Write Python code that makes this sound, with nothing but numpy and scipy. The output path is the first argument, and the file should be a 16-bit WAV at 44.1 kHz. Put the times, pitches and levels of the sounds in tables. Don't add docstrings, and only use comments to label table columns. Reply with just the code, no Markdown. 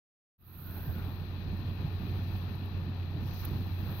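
import sys
import numpy as np
from scipy import signal
from scipy.fft import rfft, irfft, next_fast_len
from scipy.io import wavfile
from scipy.ndimage import uniform_filter1d, map_coordinates

SR = 44100
rng = np.random.default_rng(int(sys.argv[2]) if len(sys.argv) > 2 else 0)


def unload_audio(sound):
    columns = np.transpose(np.atleast_2d(sound))
    steps = np.round(np.clip(columns, -1, 1) * 32767)
    wavfile.write(sys.argv[1], SR, steps.astype(np.int16))


N = 176400


def amp(db):
    return 10 ** (np.asarray(db) / 20)


def unit(x):
    return x / np.sqrt(np.mean(x ** 2) + 1e-20)


def along(points, hz):
    freqs, values = np.transpose(points)
    return np.interp(np.log(hz + 1), np.log(freqs + 1), values)


def curves(rows):
    times, *columns = np.transpose(rows)
    return [np.interp(np.arange(N) / SR, times, column) for column in columns]


def wobble(per_s):
    return map_coordinates(rng.standard_normal(1024), [np.arange(N) * per_s / SR + 2], mode="wrap")


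def filtered(x, response):
    size = next_fast_len(N + SR // 2)
    return irfft(rfft(x, size) * response(np.fft.rfftfreq(size, 1 / SR)), size)[..., :N]


def shaped(x, tone):
    return filtered(x, lambda hz: amp(along(tone, hz)))


def noise(tone):
    return unit(shaped(rng.standard_normal((2, N)), tone))


def spread(pair, likeness):
    def blend(hz):
        angle = np.arccos(np.clip(along(likeness, hz), -.999, .999)) / 2
        return np.array([np.cos(angle), np.sin(angle)])
    mid, side = filtered(pair, blend)
    return np.array([mid + side, mid - side])


def patchy(depth_db):
    cells = signal.stft(rng.standard_normal((2, N)), nperseg=512)[2]
    patches = uniform_filter1d(rng.standard_normal(cells.shape[1:]), size=5, axis=0)
    patches = unit(uniform_filter1d(patches, size=7, axis=1))
    return unit(signal.istft(cells * amp(depth_db * patches), nperseg=512)[1][:, :N])


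def resonant(hz, width_hz, size=N):
    f = np.fft.rfftfreq(size, 1 / SR)
    resonance = 1j * f * width_hz / (hz * hz - f * f + 1j * f * width_hz)
    return unit(irfft(rfft(rng.standard_normal(size)) * resonance ** 2, size))


def decay(t, length):
    return np.exp(-np.log(1000) * t / length)


def bubbles(per_s, low_hz, high_hz, cycles, scatter_db, size):
    when, pitch, strength, flip = rng.random((4, int(per_s * N / SR), 1))
    hz = low_hz * (high_hz / low_hz) ** pitch
    turns = hz * np.arange(size) / SR
    gain = amp(-scatter_db * np.log(np.maximum(strength, .02))) * np.sign(flip - .5)
    rings = gain * np.sin(2 * np.pi * turns) * decay(turns, cycles) * (1 - np.exp(-2 * turns))
    at = (when * N).astype(int) + np.arange(size)
    return unit(np.bincount(at.ravel(), rings.ravel(), N)[:N])


def add(track, start_s, sound):
    part = track[max(round(start_s * SR), 0):][:len(sound)]
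    part += sound[:len(part)]


# freq_hz, gain_db
WIND_TONE = [(15, -7.5), (35, -1), (55, 6.5), (100, -3.5), (200, -11.5), (500, -42.5), (1500, -79.5)]

def wind():
    gusts = amp(2.5 * np.array([wobble(9), wobble(3)]))
    return amp([[-48.5], [-50]]) * gusts * noise(WIND_TONE)


# time_s, pitch_hz, level_db
DRONE_DRIFT = [(.5, 89.5, -42), (1.1, 89.7, -41.5), (1.7, 90.3, -38.5), (2.15, 92.5, -36), (3.0, 91.3, -38),
               (3.8, 91.8, -37.5), (4.0, 94.5, -42.5)]

def drone():
    hz, db = curves(DRONE_DRIFT)
    phase = 2 * np.pi * np.cumsum(hz + 0.76 * wobble(7.17)) / SR
    return unit(np.sin(phase)) * amp(db + 0.66 * wobble(10)) * amp([[-.8], [.8]])


# time_s, relative_db
SIZZLE_SWELL = [(0.7, -49.5), (0.86, -55), (1.32, -71.5), (2.32, -65), (2.38, -62.5), (2.4, -66.5),
                (2.93, -74), (3.13, -73), (3.4, -55.5), (3.5, -61.5), (3.69, -65), (3.98, -56)]
# start_s, relative_db
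TICK_HITS = [(.985, -35), (1.572, -41), (1.995, -45.5), (2.379, -45), (2.551, -40.5), (2.658, -41.5),
             (3.449, -26.5), (3.453, -21.5), (3.456, -34)]
# freq_hz, gain_db
SIZZLE_TONE = [(3000, -69), (7500, -41.5), (9500, -36), (10300, -19.5), (11200, -5), (12200, 6),
               (15700, 2.5)]
TICK_TONE = [(3000, -74), (7500, -43.5), (9700, -40.5), (11200, -5.5), (13000, -4), (15500, -7)]

def sizzle():
    level_db, = curves(SIZZLE_SWELL)
    swell_db = level_db - level_db.mean()
    hiss = unit(shaped(patchy(depth_db=0.5), SIZZLE_TONE))
    left = hiss[0] * amp(-68.5 + 0.54 * swell_db)
    right = hiss[1] * amp(level_db + 7.5 + 1.2 * wobble(78))
    grains = bubbles(220, low_hz=11000, high_hz=15000, cycles=22, scatter_db=3.5, size=200)
    crackle = amp(-69.5 + .5 * swell_db) * unit(shaped(grains, SIZZLE_TONE))
    ticks, t = np.zeros(N), np.arange(SR // 20) / SR
    for start_s, db in TICK_HITS:
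        add(ticks, start_s, amp(db) * rng.standard_normal(len(t)) * decay(t, 0.026))
    ticks = shaped(ticks, TICK_TONE)
    return np.array([left + amp(-25.5) * ticks, right + crackle + ticks])


def drop():
    out, t = np.zeros(N), np.arange(SR // 20) / SR
    tick = resonant(hz=2650, width_hz=550, size=len(t)) * decay(t, .028) * (1 - np.exp(-t / .002))
    add(out, start_s=3.026, sound=tick)
    return out * amp([[-41], [-52]])


# time_s, relative_db
FLOW_SWELL = [(.55, -57.5), (0.9, -59.5), (0.97, -57), (1.09, -57), (2.41, -55), (2.89, -57), (3.26, -56.5),
              (3.42, -54.5), (3.69, -56), (4.0, -54)]
# freq_hz, gain_db
LEFT_TONE = [(200, -23), (550, -5), (850, 0.5), (1350, -2), (1800, -5.5), (2120, -8), (2550, 0.5),
             (3050, -6.5), (3400, -2), (3680, -5), (3980, -8.5), (4400, -5.5), (4900, -10.5), (5300, -19),
             (6100, -18), (6900, -38.5), (7600, -47.5), (10000, -40.5), (12000, -67.5)]
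RIGHT_TONE = [(200, -26), (550, -8), (850, -3), (1300, -8), (1750, -10.5), (2200, -14.5), (2550, -10),
              (3100, -19.5), (4100, -21), (5300, -32.5), (6000, -36), (7000, -41.5), (10000, -44),
              (12000, -59.5)]
# freq_hz, likeness (0 to 1)
RUSH_LIKENESS = [(300, 0), (750, .78), (1250, 0.42), (1900, 0), (3000, 0.068), (6000, 0)]
# pitch_hz, width_hz, level_db
MIC_RESONANCES = [(1804, 220, -63), (2495, 330, -65.5), (4021, 313, -59)]

def rushing(surge):
    flow_db, = curves(FLOW_SWELL)
    spatter = [bubbles(1100, low_hz=500, high_hz=6500, cycles=12, scatter_db=3, size=600)
               for _ in range(2)]
    spatter = unit(shaped(spatter, [(400, -23.5), (6500, -10)]))
    bubble_share = 0.12
    froth = np.sqrt(1 - bubble_share) * rng.standard_normal((2, N)) + np.sqrt(bubble_share) * spatter
    left, right = spread(froth, RUSH_LIKENESS)
    water = unit(np.array([shaped(left, LEFT_TONE), shaped(right, RIGHT_TONE)]))
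    water *= amp(flow_db + 2.5 + surge * np.array([[.6], [1]]))
    mic_colour = sum(amp(db) * resonant(hz, width_hz) for hz, width_hz, db in MIC_RESONANCES)
    water[0] += amp(flow_db - flow_db.mean()) * mic_colour
    return water


# peak_s, length_s, level_db, pitch_hz, width_hz
FALLING_WATER = [(0.77, 0.2, -56.5, 820, 533), (1.083, .1, -58.5, 750, 400), (2.9, 0.1, -70, 875, 416.7),
                 (3.44, 0.055, -53.5, 1150, 756), (3.9, 0.12, -58, 1293, 600)]

def gushes():
    out, t = np.zeros(N), np.arange(SR // 2) / SR - .25
    for peak_s, length_s, db, hz, width_hz in FALLING_WATER:
        swell = amp(db) * np.exp(-(2 * t / length_s) ** 2)
        add(out, peak_s + t[0], swell * resonant(hz, width_hz, size=len(t)))
    return out * amp(1.5 * wobble(45)) * amp([[1.5], [-1.5]])


# time_s, pitch_hz, level_db
RING_ARCH = [(.5, 1288, -60), (.68, 1415, -58.5), (.87, 1602, -61), (1.0, 1400, -57), (1.15, 1228, -72.5),
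             (1.3, 1215, -100)]

def jet_ring(width_hz=180):
    hz, db = curves(RING_ARCH)
    flutter = filtered(rng.standard_normal((2, N)), lambda f: 1 / (1 + (f / width_hz) ** 2))
    phase = 2 * np.pi * np.cumsum(hz) / SR
    ring = unit(flutter[0] * np.cos(phase) + flutter[1] * np.sin(phase))
    return amp(db) * ring * amp([[2], [-2]])


# time_s, left_level_db
SPRAY_SWELL = [(.5, -71), (.9, -67.5), (1.3, -84.5), (1.9, -81.5), (2.33, -67.5), (2.8, -83.5), (3.1, -88),
               (3.27, -60.5), (3.4, -56.5), (3.455, -58), (3.5, -65), (3.8, -69.5)]
# freq_hz, gain_db
SPRAY_TONE = [(1500, -42), (3500, -1.5), (4500, 3.5), (6200, -2), (7000, -12.5), (7700, -34.5),
              (11000, -51)]

def jet_spray():
    level_db, = curves(SPRAY_SWELL)
    return amp(level_db) * noise(SPRAY_TONE) * amp([[0], [-16]])


# start_s, level_db, pitch_hz
BIG_POCKETS = [(.592, -30, 144), (0.737, -37, 157), (0.87, -25.5, 139), (0.891, -22, 85.2),
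               (1.079, -29, 266.6), (1.38, -30.5, 202), (1.529, -26, 195), (1.847, -24.5, 144),
               (1.998, -26.5, 194.5), (2.125, -29, 130.7), (2.5, -30.5, 131.6), (3.124, -33, 152.7),
               (3.25, -27.5, 130), (3.463, -37.5, 110), (3.491, -32, 168), (3.51, -27.5, 335),
               (3.531, -28, 80.7), (3.891, -30.5, 141.6)]

def steam_thuds(ring_cycles=12.6, attack_s=0.0026):
    out, t = np.zeros(N), np.arange(SR // 5) / SR
    splash_tone = [(100, -17.5), (300, -0.5), (900, 11.5), (2000, -21.5), (6000, -61)]
    splash = amp(-28.5) * noise(splash_tone)[0]
    for start_s, db, hz in BIG_POCKETS:
        thud = np.sin(2 * np.pi * hz * t) + np.roll(splash, -round(start_s * SR))[:len(t)]
        add(out, start_s, amp(db) * thud * decay(t, ring_cycles / hz) * (1 - np.exp(-t / attack_s)))
    return out


# time_s, relative_db
BOIL_SWELL = [(.5, -44.5), (.84, -44.5), (0.97, -42), (1.15, -44.5), (1.61, -41.5), (1.75, -43),
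              (1.8, -42.5), (2.88, -41.5), (2.99, -47), (3.14, -39.5), (3.38, -45), (3.48, -39),
              (3.81, -42.5), (3.91, -40), (4.0, -44.5)]
# freq_hz, gain_db
CHURN_TONE = [(15, -24), (35, -4.5), (55, -4.5), (75, -1.5), (115, 2), (190, -4.5), (260, -11), (350, -13),
              (480, -22), (800, -30), (2000, -55.5), (5000, -94)]
# freq_hz, left_minus_right_db
BOIL_BALANCE = [(30, -7.5), (65, -11.5), (95, -1.5), (200, -2), (400, -0.5)]
# freq_hz, likeness (0 to 1)
BOIL_LIKENESS = [(25, 0.43), (70, 0.93), (150, 1), (500, 0.79)]

def boiling(surge):
    level_db, = curves(BOIL_SWELL)
    churn = unit(spread(noise(CHURN_TONE), BOIL_LIKENESS))
    pockets = [bubbles(28, low_hz=88, high_hz=250, cycles=5.7, scatter_db=2, size=3000)
               for _ in range(2)]
    pockets = unit(spread(pockets, BOIL_LIKENESS))
    gurgle = bubbles(140, low_hz=227, high_hz=453, cycles=6.6, scatter_db=2, size=1500)
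    rumble = amp(level_db + 1.13 * surge) * (amp(1) * churn + amp(-5) * pockets + amp(-18) * gurgle)
    sides = np.array([[.5], [-.5]])
    return filtered(rumble + steam_thuds(), lambda hz: amp(along(BOIL_BALANCE, hz) * sides))


def scene():
    surge = wobble(21.705)
    splashing = rushing(surge) + gushes() + jet_ring() + jet_spray()
    lead_s = .0001
    splashing = filtered(splashing, lambda hz: np.exp(1j * np.pi * hz * lead_s * np.array([[1], [-1]])))
    return wind() + drone() + sizzle() + drop() + splashing + boiling(surge)


def record(dry):
    start_s, fade_s, top_hz = 0.38, 0.46, 15800
    fade = np.clip((np.arange(N) / SR - start_s) / fade_s, 0, 1)
    return filtered(dry * fade, lambda hz: np.clip((top_hz - hz) / 100 + .5, 0, 1))


dry = scene()
out = record(dry)
unload_audio(out)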